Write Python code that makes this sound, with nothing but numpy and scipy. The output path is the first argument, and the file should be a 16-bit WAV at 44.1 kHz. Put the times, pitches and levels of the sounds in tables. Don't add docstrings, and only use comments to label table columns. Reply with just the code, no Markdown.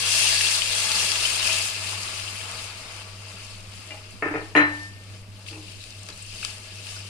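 import sys
import numpy as np
from scipy import signal
from scipy.fft import rfft, irfft, next_fast_len
from scipy.io import wavfile
from scipy.ndimage import uniform_filter1d, map_coordinates

SR = 44100
rng = np.random.default_rng(int(sys.argv[2]) if len(sys.argv) > 2 else 0)


def dump_mix(stems):
    frames = np.atleast_2d(stems).T
    limited = np.clip(frames, -1, 1)
    pcm = np.round(limited * 32767).astype(np.int16)
    wavfile.write(sys.argv[1], SR, pcm)


N = 312669

HUM_HZ, TOP_HZ = 99.7, 15300
# (frequency [Hz], relative level [dB per Hz])
ROAR_SPECTRUM = [(12, -15), (22, -1), (40, -19), (70, -18.5), (100, -10.5), (140, -26), (250, -23),
                 (500, -24.5), (1000, -34), (2000, -34), (5000, -40), (12000, -44), (15600, -67)]
# (frequency [Hz], width [Hz], gain [dB])
FLAME_RESONANCES = [(50, 6, 2), (176.4, 24, 6.5), (192, 20, 10), (630.3, 11.6, 16.5)]
# (frequency [Hz], correlation [-1 to 1])
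ROAR_LIKENESS = [(25, 0.2), (60, 0.99), (300, 0.91), (800, 0.61), (2000, 0.26)]

# (frequency [Hz], t60 [s])
ROOM_DECAY = [(150, 0.39), (1000, 0.45), (4000, 0.37), (10000, 0.21)]
# (frequency [Hz], correlation [-1 to 1])
ROOM_LIKENESS = [(150, .98), (400, 0.84), (700, 0.63), (1200, 0.076), (4000, 0.09)]

# (frequency [Hz], level [dB], t60 [s])
BOWL_MODES = [ (296.2, -16, 0.5), (875, -28.5, 0.51), (1793.2, -8, .4), (1796.9, -18, .75),
              (1803.8, -18.5, .57), (4028, -27, .36), (4043, -25, .2), (6680, -28, 0.12),
              (10400, -37, 0.13)]
JOLT_S = 4.564
# (frequency [Hz], level [dB], t60 [s])
UTENSIL_MODES = [
    [(630, -41, 0.13), (704, -47, .1), (825, -43, .15)],
    [(2040, -37, .1), (2120, -38, .1), (2390, -39, 0.18), (2800, -34, 0.068)],
]
# (time [s], bowl level [dB], stem level [dB])
UTENSIL_TAPS = [(3.906, -5, 0), (3.919, -2, -2.5), (3.941, -1, -16), (3.97, -14, -13)]

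# (time [s], thud level [dB], clack level [dB], edge level [dB])
CONTACTS = [(3.906, -47, -42, -44), (4.2234, -22, -18, -55), (4.237, -35, -35, -58),
            (4.2571, -26, -24, -56), (4.2764, -30, -26, -58), (4.308, -30.5, -32, -56),
            (4.322, -38, -33, -60), (4.34, -23, -25, -50), (4.3536, -26, -23.5, -52),
            (4.5514, -15, -9, -26.5), (4.557, -25, -18, -30), (4.5644, -18, -10, -22),
            (4.5773, -25, -9, -28), (4.592, -25, -24, -36), (4.608, -29.5, -14.5, -35),
            (5.509, -48, -54, -53), (5.518, -41, -52, -55), (5.529, -48, -58, -54), (5.564, -42, -60, -58),
            (5.577, -49, -60, -58), (5.596, -49, -58, -58), (6.09, -46, -41, -45)]
# (frequency [Hz], width [Hz], gain [dB])
WORKTOP_RESONANCES = [(311, 50, 14.5), (433, 57, 9), (610, 28, 4.5), (880, 28, 2), (1313, 73, 7),
                      (1815, 94, 11), (2430, 200, 2)]
# (frequency [Hz], relative level [dB per Hz])
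THUD_SPECTRUM = [(70, -58), (150, -8), (230, -37), (290, -10.5), (450, -12), (700, -11), (1100, -15.5),
                 (1500, -46), (3000, -100)]
CLACK_SPECTRUM = [(500, -53), (900, -9), (1200, -1.5), (1700, -2), (2600, -6), (3300, -34), (4300, -35),
                  (7000, -43), (9000, -80)]
EDGE_SPECTRUM = [(1800, -57), (2800, -1), (3500, -14), (4500, -20.5), (6000, -30), (10500, -27),
                 (12000, -86)]
# (frequency [Hz], level over the thud [dB], t60 [s])
LOW_MODES = [(139.6, -19.5, 0.15), (173, -17, 0.22), (302.5, 1.5, .11), (422.6, -5.5, 0.18),
             (445.5, -4, 0.14), (600, -13, 0.18), (814, -14, 0.25)]
# (frequency [Hz], level over the clack [dB], t60 [s])
UPPER_MODES = [(1046, -16.5, .2), (1266, -17, .25), (1340, -19, 0.2), (1420, -14, 0.24), (1550, -20, .28),
               (1730, -13, 0.28), (1860, -21, .15), (2010, -16, .28), (2090, -14, 0.24), (2400, -26, .2),
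               (2490, -20, .2), (2600, -18, .2), (3064, -34, 0.32)]
KNOCK_T60_S, KNOCK_ROOM_DB, UNEVEN_DB = 0.021, 1, 2.5

# (frequency [Hz], width [Hz], gain [dB])
PAN_RESONANCES = [(474, 11, 10.5), (642, 27, 11.5), (867, 5.5, 13.5), (1152, 7.9, 9.5), (1682, 42, 9),
                  (2125, 48, 4.5), (2456, 37, 3), (3750, 52, 4.5), (4115, 38, 5), (4490, 190, 5),
                  (4790, 94, 5.5), (5140, 134, 6.5)]
# (frequency [Hz], width [Hz], gain [dB])
UNDER_JUG_RESONANCES = [(2715, 160, 7.5), (3300, 150, 4.5), (3500, 30, 2), (4300, 40, 6), (5970, 150, 10)]
# (frequency [Hz], width [Hz], gain [dB])
OPEN_PAN_RESONANCES = [(2680, 400, 6.5), (3080, 82, 5.5), (3300, 80, 0.5), (3650, 28, 5), (6100, 210, 3)]
# (start [s], end [s])
JUG_LEAVES = (1.15, 1.35)
# (time [s], peak level [dB], centre [Hz], half-width [octaves], t60 [s])
NOISE_PUFFS = [(0.4089, -11, 2760, 0.9, 0.038), (0.619, -11, 2820, 0.46, 0.027),
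               (0.916, -12, 6060, 0.91, .03), (1.117, -11, 4820, 0.83, .02), (1.156, -9.5, 3000, 0.7, .04),
               (1.427, -15, 3000, 0.72, 0.022), (1.628, -28, 2640, .8, .02),
               (1.528, -14.5, 7400, 0.5, .018), (2.032, -21, 6000, .4, .015),
               (2.076, -21.5, 3060, 0.45, 0.11), (2.084, -25, 3280, 0.91, 0.03),
               (2.195, -23, 3000, 0.72, .015), (2.277, -24, 3100, 0.3, 0.089),
               (2.413, -25, 2540, 0.64, 0.021), (3.6036, -33, 6000, 0.99, 0.025),
               (4.039, -34, 2730, 1.2, .018), (5.463, -33, 2710, 0.59, .03), (5.478, -37, 2750, 0.33, .03),
               (5.4838, -29, 2950, 0.44, 0.024), (5.527, -34.5, 2650, .15, .1),
               (5.553, -38, 2550, .15, .05), (5.803, -37.5, 3850, 0.11, 0.15),
               (5.839, -29.5, 4520, 1.3, .018), (5.9039, -30.5, 5760, .5, 0.02),
               (5.9336, -39, 2780, 0.28, .03), (5.954, -40, 4500, .6, .015),
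               (6.0314, -31, 7500, 0.66, 0.019), (6.065, -33, 4500, .9, .018),
               (6.087, -25.5, 3500, 2.8, 0.041), (6.1, -30, 4500, 0.56, .03),
               (6.2223, -27, 8400, 0.21, 0.037), (6.263, -30, 7500, .6, .015),
               (6.428, -30, 1360, .25, .012), (6.427, -35, 2850, 0.25, 0.02),
               (6.431, -27, 2450, 0.18, .022), (6.444, -29, 2520, .2, .02),
               (6.449, -9.5, 5400, 0.96, 0.0048), (6.4523, -26, 3800, 0.67, .03),
               (6.467, -33, 3700, .4, .02), (6.504, -30, 5200, 0.55, .012), (6.8682, -29, 2700, 0.89, 0.02),
               (6.889, -27, 3450, 0.9, .025)]
PUFF_RISE_S, PUFF_TOP_HZ = 0.00034, 11000

# (time [s], hiss level [dB], simmer level [dB])
SIZZLE_COURSE = [(0, -27.5, -40), (.04, -27.5, -38.5), (.12, -25, -38.5), (.33, -24, -37.5),
                 (.5, -28.5, -40.5), (1.17, -29.5, -38.5), (1.5, -29.5, -39.5), (2, -36, -43),
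                 (2.7, -44, -46.5), (3.4, -48, -52.5), (4.2, -52, -56), (5, -55, -60), (5.455, -55, -60),
                 (5.48, -45.5, -60), (5.53, -49.5, -54), (5.62, -51.5, -65), (5.7, -47, -60),
                 (5.77, -51, -64.5), (6.1, -48, -57), (6.27, -47.5, -60.5), (6.47, -41, -52.5),
                 (6.6, -46.5, -54), (6.75, -44.5, -56.5), (6.82, -47, -59), (6.91, -44.5, -52.5),
                 (7.09, -48, -57)]
# (frequency [Hz], relative level [dB per Hz])
HISS_SPECTRUM = [(900, -54), (1500, -15), (2100, -11.5), (2600, -7), (3600, -9), (4800, -7), (6000, -14.5),
                 (7000, -27), (9000, -32), (15000, -100)]
FIZZ_SPECTRUM = [(3240, -36), (5500, -3.5), (6920, -0.5), (9290, -0.5), (11000, -7.5), (12300, -19.5),
                 (14400, -19.5), (15500, -34)]
SIMMER_SPECTRUM = [(150, -13.5), (250, -16), (400, -10), (600, -9), (900, -6), (1300, -1), (1700, -10.5),
                   (2400, -3.5), (4800, -100)]
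# (time [s], level [dB], pitch [Hz], life [cycles], phase gained per life [share])
BUBBLES_AND_TAP = [(.298, -25.5, 2030, 16, 0.024), (.468, -21, 3260, 19, 0.05),
                   (1.25, -19, 2980, 40, 0.015), (5.485, -43, 3040, 17, 0.025), (5.68, -40, 2700, 21, .037),
                   (6.125, -40, 4000, 34, 0.002), (6.425, -31.5, 2880, 47, -0.12),
                   (6.449, -28, 1240, 4.9, 0.03), (6.963, -37, 1400, 12, 0.045)]
FIZZ_DB, FIZZ_GROWS, HOT_DB = -3, 1.076, -30
# (frequency [Hz], correlation [-1 to 1])
SIZZLE_LIKENESS = [(300, 0.81), (700, 0.86), (1500, 0.1), (4000, 0.17), (12000, 0.066)]
# (frequency [Hz], phase by which left leads [rad])
LEFT_LEAD = [(0, -2), (950, 1), (1640, 2.5), (2760, -0.14), (3360, -6.5), (5250, -20), (8790, -23.5),
             (15200, -48)]
# (frequency [Hz], left over right [dB])
LEFT_OVER_RIGHT = [(60, 0), (250, 0.5), (550, 0), (1500, 1.5), (2800, 9), (5500, 5), (9500, 4.5),
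                   (15000, -0.5)]


def amp(db):
    return 10 ** (np.asarray(db) / 20)


def unit(x):
    return x / np.sqrt(np.mean(x ** 2) + 1e-20)


def along(points, hz):
    f, v = np.transpose(points)
    return np.interp(np.log(hz + 1), np.log(f + 1), v)


def bumps(modes, hz):
    return sum(db / (1 + (2 * (hz - c) / w) ** 2) for c, w, db in modes)


def wobble(rate):
    knots = rng.standard_normal(int(N * rate / SR) + 4)
    return map_coordinates(knots, [np.arange(N) * rate / SR])


def filtered(x, response):
    n = x.shape[-1]
    m = 2 * next_fast_len(n // 2 + SR // 20)
    return irfft(rfft(x, m) * response(np.fft.rfftfreq(m, 1 / SR)), m)[..., :n]


def causal(db):
    cepstrum = irfft(np.log(amp(db)))
    half = len(cepstrum) // 2
    cepstrum[1:half] *= 2
    cepstrum[half + 1:] = 0
    return np.exp(rfft(cepstrum))


def spread(pair, gain, alike):
    def mid_and_side(hz):
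        turn = np.arccos(np.clip(along(alike, hz), -1, 1)) / 2
        return gain(hz) * [np.cos(turn), np.sin(turn)]

    mid, side = filtered(pair, mid_and_side)
    return np.array([mid + side, mid - side])


def rush(spectrum, modes, alike, patchy_db, crackle=0, count=1, spread_db=0):
    z = signal.stft(rng.standard_normal((2, N)), nperseg=256)[2]
    field = uniform_filter1d(rng.standard_normal(z.shape[1:]), size=5, axis=0)
    field = uniform_filter1d(field, size=7, axis=1)
    pair = unit(signal.istft(z * amp(patchy_db * unit(field)), nperseg=256)[1][:, :N])
    when, size, left, right = rng.random((count, 4)).T
    strength = amp(-spread_db * np.log(1 - .99 * size))
    pops = [np.bincount((when * N).astype(int), strength * (2 * side - 1), N) for side in (left, right)]
    source = pair + crackle * unit(np.array(pops))
    out = spread(source, lambda hz: amp(along(spectrum, hz) + bumps(modes, hz)), alike)
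    return out / np.std(out.mean(axis=0))


def ringing(modes, s, rise, lag):
    out = np.zeros((2, N + SR))
    t = np.clip(np.arange(SR) / SR - np.array([[0], [lag]]), 0, None)
    ring = sum(amp(db - 60 * t / t60) * np.sin(2 * np.pi * hz * t) for hz, db, t60 in modes)
    out[:, round(s * SR):][:, :SR] = ring * (1 - np.exp(-t / rise))
    return out[:, :N]


def uneven(modes):
    hz, db, t60 = np.transpose(modes)
    struck_hz = hz * (1 + 0.0044 * rng.standard_normal(len(hz)))
    struck_db = db + UNEVEN_DB * rng.standard_normal(len(hz))
    return np.transpose([struck_hz, struck_db, t60])


def hum():
    phase = 2 * np.pi * HUM_HZ * np.arange(N) / SR + 0.2 * wobble(16)
    waver_db = 2.1 * wobble(10) + .6 * wobble(4)
    return amp(-42.5 + waver_db) * np.sin(phase)


def burner():
    return amp(-50.0) * rush(ROAR_SPECTRUM, FLAME_RESONANCES, ROAR_LIKENESS, patchy_db=2.0)


def kitchen(x):
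    hz, t, z = signal.stft(rng.standard_normal((2, len(x))), SR, nperseg=256)
    decay = amp(-60 * t / along(ROOM_DECAY, hz)[:, None])
    tail = signal.istft(z * decay, SR, nperseg=256)[1]
    tail = spread(tail / np.linalg.norm(tail[0]), np.ones_like, ROOM_LIKENESS)
    delayed = np.pad(x, (150, 0))[None]
    return signal.fftconvolve(delayed, tail, axes=1)[:, :len(x)]


def bowl():
    return ringing(BOWL_MODES, JOLT_S, rise=.022, lag=.0002)


def spoon():
    out = np.zeros((2, N))
    for s, *levels in UTENSIL_TAPS:
        for part, db in zip(UTENSIL_MODES, levels):
            out += amp(db) * ringing(uneven(part), s, rise=0.00058, lag=.00008)
    return out


def knocks():
    out, t = np.zeros((2, N + SR)), np.arange(int(.4 * SR)) / SR
    parts = (THUD_SPECTRUM, CLACK_SPECTRUM, EDGE_SPECTRUM)

    def worktop(hz):
        return np.array([causal(bumps(WORKTOP_RESONANCES, hz) + along(part, hz)) for part in parts])

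    for s, thud_db, clack_db, edge_db in CONTACTS:
        force = amp(-60 * t / KNOCK_T60_S) * rng.standard_normal((3, len(t)))
        body = filtered(force, worktop)
        body /= np.abs(body).max(axis=1, keepdims=True)
        near = amp([thud_db, clack_db, edge_db]) @ body
        out[:, round(s * SR):][:, :len(t)] += near + amp(KNOCK_ROOM_DB) * kitchen(near)
        out[:, :N] += amp(thud_db) * ringing(LOW_MODES, s, rise=0.0053, lag=0)
        out[:, :N] += amp(clack_db) * ringing(uneven(UPPER_MODES), s, rise=0.0017, lag=0.00023)
    return out[:, :N]


def spits_and_rub():
    out, t = np.zeros((2, N + SR)), np.arange(SR // 10) / SR
    for s, db, centre_hz, octaves, t60 in NOISE_PUFFS:
        def puff_response(hz):
            resonance_db = bumps(PAN_RESONANCES + OPEN_PAN_RESONANCES, hz)
            offset = np.log2((hz + 1) / centre_hz) / octaves
            band_db = -20 * np.log10(1 + offset ** 4)
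            edge_db = -20 * np.log10(1 + (hz / PUFF_TOP_HZ) ** 12)
            return causal(resonance_db + band_db + edge_db)

        envelope = amp(-60 * t / t60) * (1 - np.exp(-t / PUFF_RISE_S))
        puff = filtered(envelope * rng.standard_normal((2, len(t))), puff_response)
        out[:, round(s * SR):][:, :len(t)] += amp(db) * puff / np.abs(puff).max()
    return out[:, :N]


def gliding_sines(s, db, hz, cycles, glide=0.04):
    t = np.arange(SR // 40) / SR
    age = t * (hz / cycles)[:, None]
    envelope = np.e * 3 * age * np.exp(-3 * age)
    phase = 2 * np.pi * hz[:, None] * t * (1 + np.reshape(glide, (-1, 1)) * age)
    song = amp(db)[:, None] * envelope * np.sin(phase)
    where = ((s * SR).astype(int)[:, None] + np.arange(len(t))).ravel()
    sides = amp(rng.normal(0, 0.79, (len(s), 2)))
    return np.array([np.bincount(where, (song * side[:, None]).ravel(), N + len(t))[:N] for side in sides.T])


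def bubble_swarm():
    when, size, pitch, life = rng.random((1500, 4)).T
    hz = 2200 * 2 ** (1.4 * pitch)
    db = bumps(PAN_RESONANCES + OPEN_PAN_RESONANCES, hz) - 3 * np.log(1 - .98 * size)
    return unit(gliding_sines(when * N / SR, db, hz, 12 + 30 * life))


def steam():
    covered, bare = (
        rush(HISS_SPECTRUM, PAN_RESONANCES + extra, SIZZLE_LIKENESS,
             patchy_db=1.7, crackle=0.38, count=8000, spread_db=3.5)
        for extra in (UNDER_JUG_RESONANCES, OPEN_PAN_RESONANCES))
    gone = np.interp(np.arange(N) / SR, JUG_LEAVES, [0, np.pi / 2])
    return np.cos(gone) * covered + np.sin(gone) * bare + 0.3 * bubble_swarm()


def sizzle():
    s, *levels = np.transpose(SIZZLE_COURSE)
    hiss_db, simmer_db = (np.interp(np.arange(N) / SR, s, db) for db in levels)
    fizz_db = HOT_DB + FIZZ_DB + FIZZ_GROWS * (hiss_db - HOT_DB)
    spurt_db = 1.86 * wobble(7.99) + 0.27 * wobble(14) + 0.21 * wobble(40)

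    hiss = amp(hiss_db + 0.67 * spurt_db) * steam()
    bubbles_and_tap = gliding_sines(*np.transpose(BUBBLES_AND_TAP))
    fizz_db = fizz_db + 0.85 * spurt_db + 0.26 * wobble(8.8) + 0.92 * wobble(25)
    fizz = amp(fizz_db) * rush(FIZZ_SPECTRUM, [], SIZZLE_LIKENESS,
                               patchy_db=1.5, crackle=0.59, count=8000, spread_db=4.0)
    simmer_db = simmer_db + 0.5 * spurt_db + 0.73 * wobble(8.6)
    simmer = amp(simmer_db) * rush(SIMMER_SPECTRUM, PAN_RESONANCES, SIZZLE_LIKENESS, patchy_db=1.5)

    def side_phase(hz):
        return np.exp(1j * along(LEFT_LEAD, hz) * np.array([[.5], [-.5]]))

    return filtered(hiss + bubbles_and_tap + fizz, side_phase) + simmer


def scene():
    def shading(hz):
        return amp(along(LEFT_OVER_RIGHT, hz) * np.array([[.5], [-.5]]))

    background = hum() + burner()
    near = bowl() + spoon() + knocks() + spits_and_rub() + sizzle()
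    return background + filtered(near, shading)


def record(dry):
    return filtered(dry, lambda hz: hz < TOP_HZ)


dry = scene()
out = record(dry)
dump_mix(out)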